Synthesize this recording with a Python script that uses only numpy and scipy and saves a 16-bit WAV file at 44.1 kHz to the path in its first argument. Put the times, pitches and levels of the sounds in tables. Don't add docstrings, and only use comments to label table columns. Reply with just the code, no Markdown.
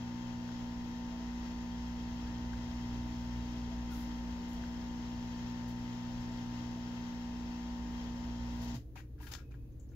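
import sys
import numpy as np
from scipy import signal
from scipy.fft import rfft, irfft, next_fast_len
from scipy.io import wavfile

SR = 44100
rng = np.random.default_rng(int(sys.argv[2]) if len(sys.argv) > 2 else 0)


def to_wav(sig):
    pcm = np.clip(np.atleast_2d(sig), -1, 1) * 32767
    pcm = np.round(pcm).astype(np.int16)
    wavfile.write(sys.argv[1], SR, pcm.T)


def magnitude_from_level(level_db):
    exponent = np.asarray(level_db, float) / 20
    return 10 ** exponent


N = 438794

# start_s, mains_hz
MAINS = [(0, 59.995), (4, 60.0), (9.95, 60.014)]
# multiple, left_db, right_db, left_lead_rad
PUMP_PARTIALS = [(1, -53.3, -49.7, -.7), (2, -54.6, -53.2, .3),
                 (3, -50.4, -53.3, -0.1), (4, -42.0, -42.5, 0.1), (5, -59.1, -63.3, 0.1),
             (6, -63.4, -71.6, -0.4), (7, -70.7, -79.7, 0.7), (8, -75.9, -67.4, 0.1),
             (9, -67.5, -69.3, 1.0), (10, -76.9, -72.8, 0.2), (11, -68.3, -75.9, -0.9),
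             (12, -81.6, -73.3, -2.4), (13, -63.2, -68.1, -0.2), (14, -67.3, -68.9, -1.9),
             (15, -56.6, -64.8, 0.0), (16, -62.8, -67.3, -0.3), (17, -62.8, -76.2, -1.2),
             (18, -68.7, -88.3, -1.4), (20, -73.0, -83.5, 1.4), (21, -77.7, -83.8, -1.0),
             (23, -73.9, -86.4, -2.7), (27, -76.2, -81.1, -1.1), (29, -74.8, -86.9, 0.8),
             (30, -67.9, -91.8, -0.6), (31, -71.1, -90.5, -2.6)]
# multiple, left_db, right_db
MOTOR = [(1, -49.3, -50.3), (2, -54.9, -54.3)]
MOTOR_SLIP_HZ, MOTOR_IN_STEP_S = 0.16, (3.25, 2.93)
OFF_S = 8.755
# pitch_hz, level_db
PANELS = [(430, -74), (545, -74), (665, -69)]
# frequency_hz, level_db (per Hz)
AIR_SPECTRUM = [(120, -46.5), (200, 3), (400, -4.5), (900, -2.5), (1400, -3), (2100, -3.5), (2350, -7.5),
                (3000, -5), (5500, -9), (7000, -16), (8100, -38), (9800, -41), (11500, -29.5), (15800, -26)]
# centre_hz, width_hz, left_db, right_db (negative values are dips)
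CASING = [(1227, 62, 2.5, 8), (2030, 91, 4.5, 6), (2673, 70, 8.5, 4), (3207, 110, 6, -2.5),
          (3760, 550, -1, -0.5), (3946, 90, 4.5, 5.5), (3840, 190, -2.5, 3.5), (4400, 74, 4, -2.5),
          (4520, 490, -6, -0.5), (4530, 100, 7, 5.5), (5220, 180, -1, 13.5), (5320, 140, 3.5, -1),
          (6180, 160, 2.5, -5), (6580, 120, 5, -8), (7720, 990, 5.5, -10.5)]

# start_s, length_s, body_db, slide_above_body_db
STROKES = [
    (8.95, 0.056, -54.5, -5.5),
    (9.18, .015, -67, -7),
    (9.195, 0.07, -62.5, -11),
    (9.262, 0.068, -62, -9),
    (9.311, .018, -61, 5),
    (9.335, 0.023, -61.5, 3),
    (9.376, 0.042, -65, -10),
    (9.502, 0.02, -67, -8),
    (9.541, 0.016, -71, -8),
    (9.913, .06, -80, -8),
]
STROKE_RISE_S, STROKE_SAG_DB_PER_S, STROKE_T60_S = 0.0084, 74, 0.076
# start_s, length_s, treble_db, slide_above_treble_db
RUSTLE = [(3.877, 0.15, -63.5, -1), (4.463, .075, -73, -8), (4.529, .006, -73, -5), (5.676, .012, -68, -1),
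          (6.3, 0.068, -85, 18), (8.47, 0.14, -76.5, 9), (8.604, 0.045, -67, 4.5), (8.665, .05, -74.5, 13),
          (8.74, .015, -65, 4), (9.194, 0.095, -64.5, -5.5), (9.31, .015, -65, -5), (9.797, .008, -83, -8)]
RUSTLE_RISE_SHARE, RUSTLE_SAG_DB_PER_S, RUSTLE_T60_S = 0.31, 16, 0.16
# frequency_hz, level_db (per Hz)
BODY_SPECTRUM = [(520, -21), (720, -2), (1000, -4), (1500, 1.5), (2000, -6), (2500, -2), (2900, -7),
                 (5000, -32)]
SLIDE_SPECTRUM = [(2000, -7), (3200, -0.5), (5000, 0), (7200, -4.5), (8200, -22), (9500, -42)]
RUSTLE_SPECTRUM = [(5000, -30.5), (8000, -13.5), (9500, -7.5), (11500, -0.5), (15800, -0.5)]
# start_s, peak_db, tone_centre_hz, chatter_s
HITS = [(8.957, -41.5, 950, .012), (8.959, -50, 2350, 0.018), (8.968, -42, 2350, .02),
        (8.975, -55, 1600, .03), (9.0, -54, 1900, .012), (9.180, -62, 1430, 0.023),
        (9.203, -49, 895, 0.019), (9.229, -54, 1490, 0.0063), (9.241, -51, 1300, 0.008),
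        (9.268, -48.5, 1800, 0.0057), (9.276, -54, 2500, 0.0054), (9.322, -56, 3300, .008),
        (9.337, -40, 3900, 0.0021), (9.351, -44, 2400, .0025), (9.382, -48, 1480, .04),
        (9.518, -55, 2400, 0.025), (9.54, -58, 1450, 0.0055), (9.72, -76, 6600, .05),
        (9.797, -60, 7050, .028), (9.826, -71, 6900, .04), (9.889, -72, 5800, .03), (9.91, -71, 6800, .05),
        (9.916, -66, 1500, .02), (9.935, -60, 2600, .03)]
# pitch_hz, level_db, t60_s
BARREL_MODES = [(760, -2.5, 0.013), (960, -4, 0.043), (1334, -10, 0.032), (1430, -3, 0.044),
                (1650, 0, 0.048), (1900, -2.5, .025), (2230, -18, 0.023), (2424, -3.5, 0.019),
                (3170, -1, 0.018), (3440, 3, .015), (3880, -5, .015), (4520, 2, 0.018), (5270, 2, 0.012),
                (5360, -11, .015), (6240, 2, 0.022), (6800, -2.5, .015), (7500, -0.5, 0.0085)]
SPREAD_OCTAVE_S = 0.005
SPRING_HZ, SPRING_S, SPRING_DB = 2530, 9.36, -80
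SPRING_RISE_S, SPRING_HOLD_S, SPRING_SAG_DB_PER_S, SPRING_T60_S = 0.04, 0.32, 18, 0.6
# start_s, peak_db, first_hz, last_hz, length_s
TICKS = [
    (.489, -46.5, 1850, 1200, .004),
    (2.24, -60.5, 1450, 2050, .11),
    (2.532, -47.5, 1900, 1250, .007),
    (3.045, -56, 640, 680, .035),
    (3.235, -57, 680, 630, .04),
    (3.9, -58, 1550, 1250, .055),
    (4.637, -45.5, 2000, 1250, .004),
]

# frequency_hz, level_db (per Hz)
ROOM_SPECTRUM = [(20, -13.5), (45, -3.5), (90, -7), (140, -11.5), (200, -20), (305, -14), (380, -26),
                 (450, -22), (620, -37), (1000, -45), (6500, -56.5), (8500, -67), (10500, -55),
                 (14000, -53)]
# time_s, level_db
ROOM_LEVEL = [(0, -51.5), (2, -51), (4, -49.5), (6, -51.5), (8, -51), (9.1, -52), (9.95, -51)]
# centre_hz, width_hz, left_db, right_db
BUILDING = [(77, 11, 5, 4), (299.8, 12, 6.6, 5), (6600, 650, 6, -5)]
WORKSHOP_T60_S = 0.19
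# frequency_hz, level_db
LEFT_LOUDER = [(60, -4), (110, 0), (200, -6), (380, 2), (700, 7), (1290, 5.5), (2380, 7), (4400, 8.5),
               (8120, 14), (15000, 8)]
# frequency_hz, likeness (0-1)
LIKENESS = [(60, 0.93), (300, 0.92), (640, 0.64), (1400, 0.31), (5000, 0.48), (9000, 0.02), (15000, 0)]
# frequency_hz, lead_rad
LEFT_LEAD = [(0, 0), (950, -0.2), (1290, -2.1), (1980, -8.8), (3270, -10.3), (3530, -9.3), (4130, -16.2),
             (4390, -18.0), (5170, -16.6), (6550, -14.5), (9560, -20.3), (12100, -19.6), (14000, -37.2),
             (15400, -35.3)]


def hum(mains):
    waver = 0.005 * np.array([drift(3), drift(4), drift(5)])
    pump = 0
    for k, left_db, right_db, lead in PUMP_PARTIALS:
        partial = tone(k * mains + stroke_phase(k), left_db, right_db, lead)
        pump = pump + partial * (1 + k * waver[int(k) % len(waver)])
    motor = 0
    for (k, left_db, right_db), in_step_s in zip(MOTOR, MOTOR_IN_STEP_S):
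        slip = 2 * np.pi * k * MOTOR_SLIP_HZ * (np.arange(N) / SR - in_step_s)
        motor = motor + tone(k * mains + stroke_phase(k) - slip, left_db, right_db, 0)
    return pump * after_off(0.06) + motor * magnitude_from_level(1.4 * drift(2.3))


def stroke_phase(k):
    if k < 8:
        return 2.05 * k - 1.7 - (k == 1) * np.pi / 2
    return 2.07 + 1.66 * k + (k % 2 == 0) * np.pi / 3


def air(mains):
    stroke = 1 + 0.046 * np.cos(mains) + 0.061 * np.cos(2 * mains)
    hiss = coloured(AIR_SPECTRUM, CASING)
    hiss = hiss + magnitude_from_level(-11) * echoes(hiss, 0.07)
    return magnitude_from_level(-57.5 + 0.65 * drift(5.3)) * stroke * after_off(0.19) * hiss


def shudder():
    since = np.arange(N) / SR - OFF_S
    swing = np.interp(since, [-0.004, 0.006, 0.036, 0.052], [0, 1, 0.7, 0])
    turn = 2 * np.pi * 122 * since
    return magnitude_from_level(-37) * swing * (0.3 * np.sin(2.1 * turn) - np.sin(turn + 0.9))


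def rattle():
    panels = 0
    for hz, level_db in PANELS:
        bursts = magnitude_from_level(level_db + 3.8 * drift(8.1))
        panels = panels + bursts * rms_one(ring(rng.standard_normal(N), hz, 0.087))
    return panels * after_off(0.58) * magnitude_from_level(np.array([[0.0], [-4.0]]))


def handling():
    s, length, body_db, above_db = np.transpose(STROKES)
    shape = STROKE_RISE_S, STROKE_SAG_DB_PER_S, STROKE_T60_S
    body = strokes(s, length, body_db, *shape)
    slide = strokes(s, length, body_db + above_db, *shape)
    treble = slide * magnitude_from_level(-9.5)

    s, length, rustle_db, above_db = np.transpose(RUSTLE)
    shape = RUSTLE_RISE_SHARE * length, RUSTLE_SAG_DB_PER_S, RUSTLE_T60_S
    rustle = strokes(s, length, rustle_db, *shape)
    brush = strokes(s, length, rustle_db + above_db, *shape)

    flutter = magnitude_from_level(-3.0 + 2.0 * drift(25))
    dull = flutter * body * coloured(BODY_SPECTRUM, grainy_db=4.0)
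    sliding = (flutter * slide + brush) * coloured(SLIDE_SPECTRUM, grainy_db=3.0)
    bright = (treble + rustle) * coloured(RUSTLE_SPECTRUM, grainy_db=2.5)
    return dull + sliding + bright


def hits():
    t = np.arange(SR // 8) / SR
    out = np.zeros((2, N + len(t)))
    for s, peak_db, tone_hz, chatter_s in HITS:
        spread = min(SPREAD_OCTAVE_S / chatter_s, 1.25)
        chance = rng.normal(0, 1, (len(BARREL_MODES), 2, 1))
        chatter = rng.standard_normal((len(BARREL_MODES), len(t))) * magnitude_from_level(-60 * t / (3 * chatter_s))
        for k, (hz, level_db, t60) in enumerate(BARREL_MODES):
            off_tone_db = 6 * (np.log2(hz / tone_hz) / max(spread, 0.1)) ** 2
            lean_db = at_hz(LEFT_LOUDER, hz) * np.array([[0.5], [-0.5]])
            strength = magnitude_from_level(peak_db + level_db - 4 - off_tone_db + lean_db + 1.5 * chance[k])
            rung = ring(chatter[k], hz, t60)
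            out[:, round(s * SR):][:, :len(t)] += strength * rung / np.abs(rung).max()
    return out[:, :N]


def spring():
    tremble = ring(rng.standard_normal((2, N)), SPRING_HZ, 0.035)
    swing = strokes([SPRING_S], [SPRING_HOLD_S], [SPRING_DB], SPRING_RISE_S, SPRING_SAG_DB_PER_S, SPRING_T60_S)
    return swing * rms_one(tremble)


def ticks():
    out = np.zeros(N)
    for s, peak_db, first_hz, last_hz, length in TICKS:
        size = round(length * SR)
        turn = 2 * np.pi * np.cumsum(np.linspace(first_hz, last_hz, size)) / SR
        swell = np.hanning(size + 2)[1:-1] ** 0.5
        out[round(s * SR):][:size] += magnitude_from_level(peak_db) * swell * np.sin(turn)
    return out * magnitude_from_level(np.array([[2.5], [-3.5]]))


def room_tone():
    level_db = in_time(ROOM_LEVEL) + 0.9 * drift(0.98)
    return magnitude_from_level(level_db) * coloured(ROOM_SPECTRUM, BUILDING, lean=0.18)


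def echoes(x, t60):
    t = np.arange(SR // 2) / SR
    tail = rng.standard_normal((2, len(t))) * magnitude_from_level(-60 * t / t60) * (t > 0.001)
    tail = tail / np.sqrt((tail ** 2).sum(axis=1, keepdims=True))
    return signal.fftconvolve(x, tail, axes=1)[:, :N]


def coloured(spectrum, peaks=(), grainy_db=0, lean=1):
    size = next_fast_len(N)
    hz = np.maximum(np.arange(size // 2 + 1) * SR / size, 1)
    grain_sizes = magnitude_from_level(grainy_db * np.minimum(rng.exponential(1, N), 6))
    shared, left, right = rfft(rng.standard_normal((3, N)) * grain_sizes, size)
    alike = np.clip(at_hz(LIKENESS, hz), 0, 1)
    led = shared * np.exp(1j * np.interp(hz, *np.transpose(LEFT_LEAD)))
    db = at_hz(spectrum, hz) + lean * at_hz(LEFT_LOUDER, hz) * np.array([[0.5], [-0.5]])
    for centre_hz, width_hz, *side_db in peaks:
        db += np.array(side_db)[:, None] / (1 + (2 * (hz - centre_hz) / width_hz) ** 2)
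    pair = np.sqrt(alike) * np.array([led, shared]) + np.sqrt(1 - alike) * np.array([left, right])
    out = irfft(magnitude_from_level(db) * pair, size)[:, :N]
    return out / np.sqrt(np.mean(out.mean(axis=0) ** 2))


def strokes(starts, lengths, dbs, rise_s, sag_db_per_s, t60):
    out, t = np.zeros(N), np.arange(SR) / SR
    for s, length, db, rising_s in np.broadcast(starts, lengths, dbs, rise_s):
        rise = np.minimum(t / max(rising_s, 0.001), 1) ** 2
        fall_db = sag_db_per_s * np.minimum(t, length) + 60 * np.maximum(t - length, 0) / t60
        out[round(s * SR):][:SR] += (rise * magnitude_from_level(db - fall_db))[:N - round(s * SR)]
    return out


def ring(clicks, hz, t60):
    r, w = magnitude_from_level(-60 / (t60 * SR)), 2 * np.pi * hz / SR
    return signal.lfilter([0, np.sin(w)], [1, -2 * r * np.cos(w), r * r], clicks + 1e-18)


def tone(turn, left_db, right_db, lead):
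    level = np.sqrt(2) * magnitude_from_level(np.array([[left_db], [right_db]]))
    return level * np.cos(turn + lead * np.array([[0.5], [-0.5]]))


def after_off(t60):
    return magnitude_from_level(-60 * np.maximum(np.arange(N) / SR - OFF_S, 0) / t60)


def drift(rate):
    steps = rng.standard_normal(int(N / SR * 60) + 200)
    r = np.exp(-2 * np.pi * rate / 60)
    slow = signal.lfilter([1], [1, -2 * r, r * r], steps)[198:]
    return np.interp(np.arange(N) / SR * 60, np.arange(len(slow)), rms_one(slow))


def rms_one(x):
    return x / np.sqrt(np.mean(x ** 2) + 1e-20)


def in_time(rows):
    s, *columns = np.transpose(rows)
    return np.array([np.interp(np.arange(N) / SR, s, c) for c in columns])


def at_hz(points, hz):
    point_hz, values = np.array(points).T
    return np.interp(np.log(hz), np.log(point_hz), values)


def scene():
    mains = 2 * np.pi * np.cumsum(in_time(MAINS)[0]) / SR
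    hands = handling() + hits() + spring() + ticks()
    pump = hum(mains) + air(mains) + shudder()
    return pump + room_tone() + hands + magnitude_from_level(-6.0) * echoes(hands, WORKSHOP_T60_S) + rattle()


def top_cut(x):
    return signal.sosfilt(signal.butter(12, 15890, fs=SR, output="sos"), x)


def record(dry):
    cut = signal.ellip(12, 0.05, 60, 15700, fs=SR, output="sos")
    mix = signal.sosfilt(cut, dry)
    return top_cut(mix)


dry = scene()
out = record(dry)
to_wav(out)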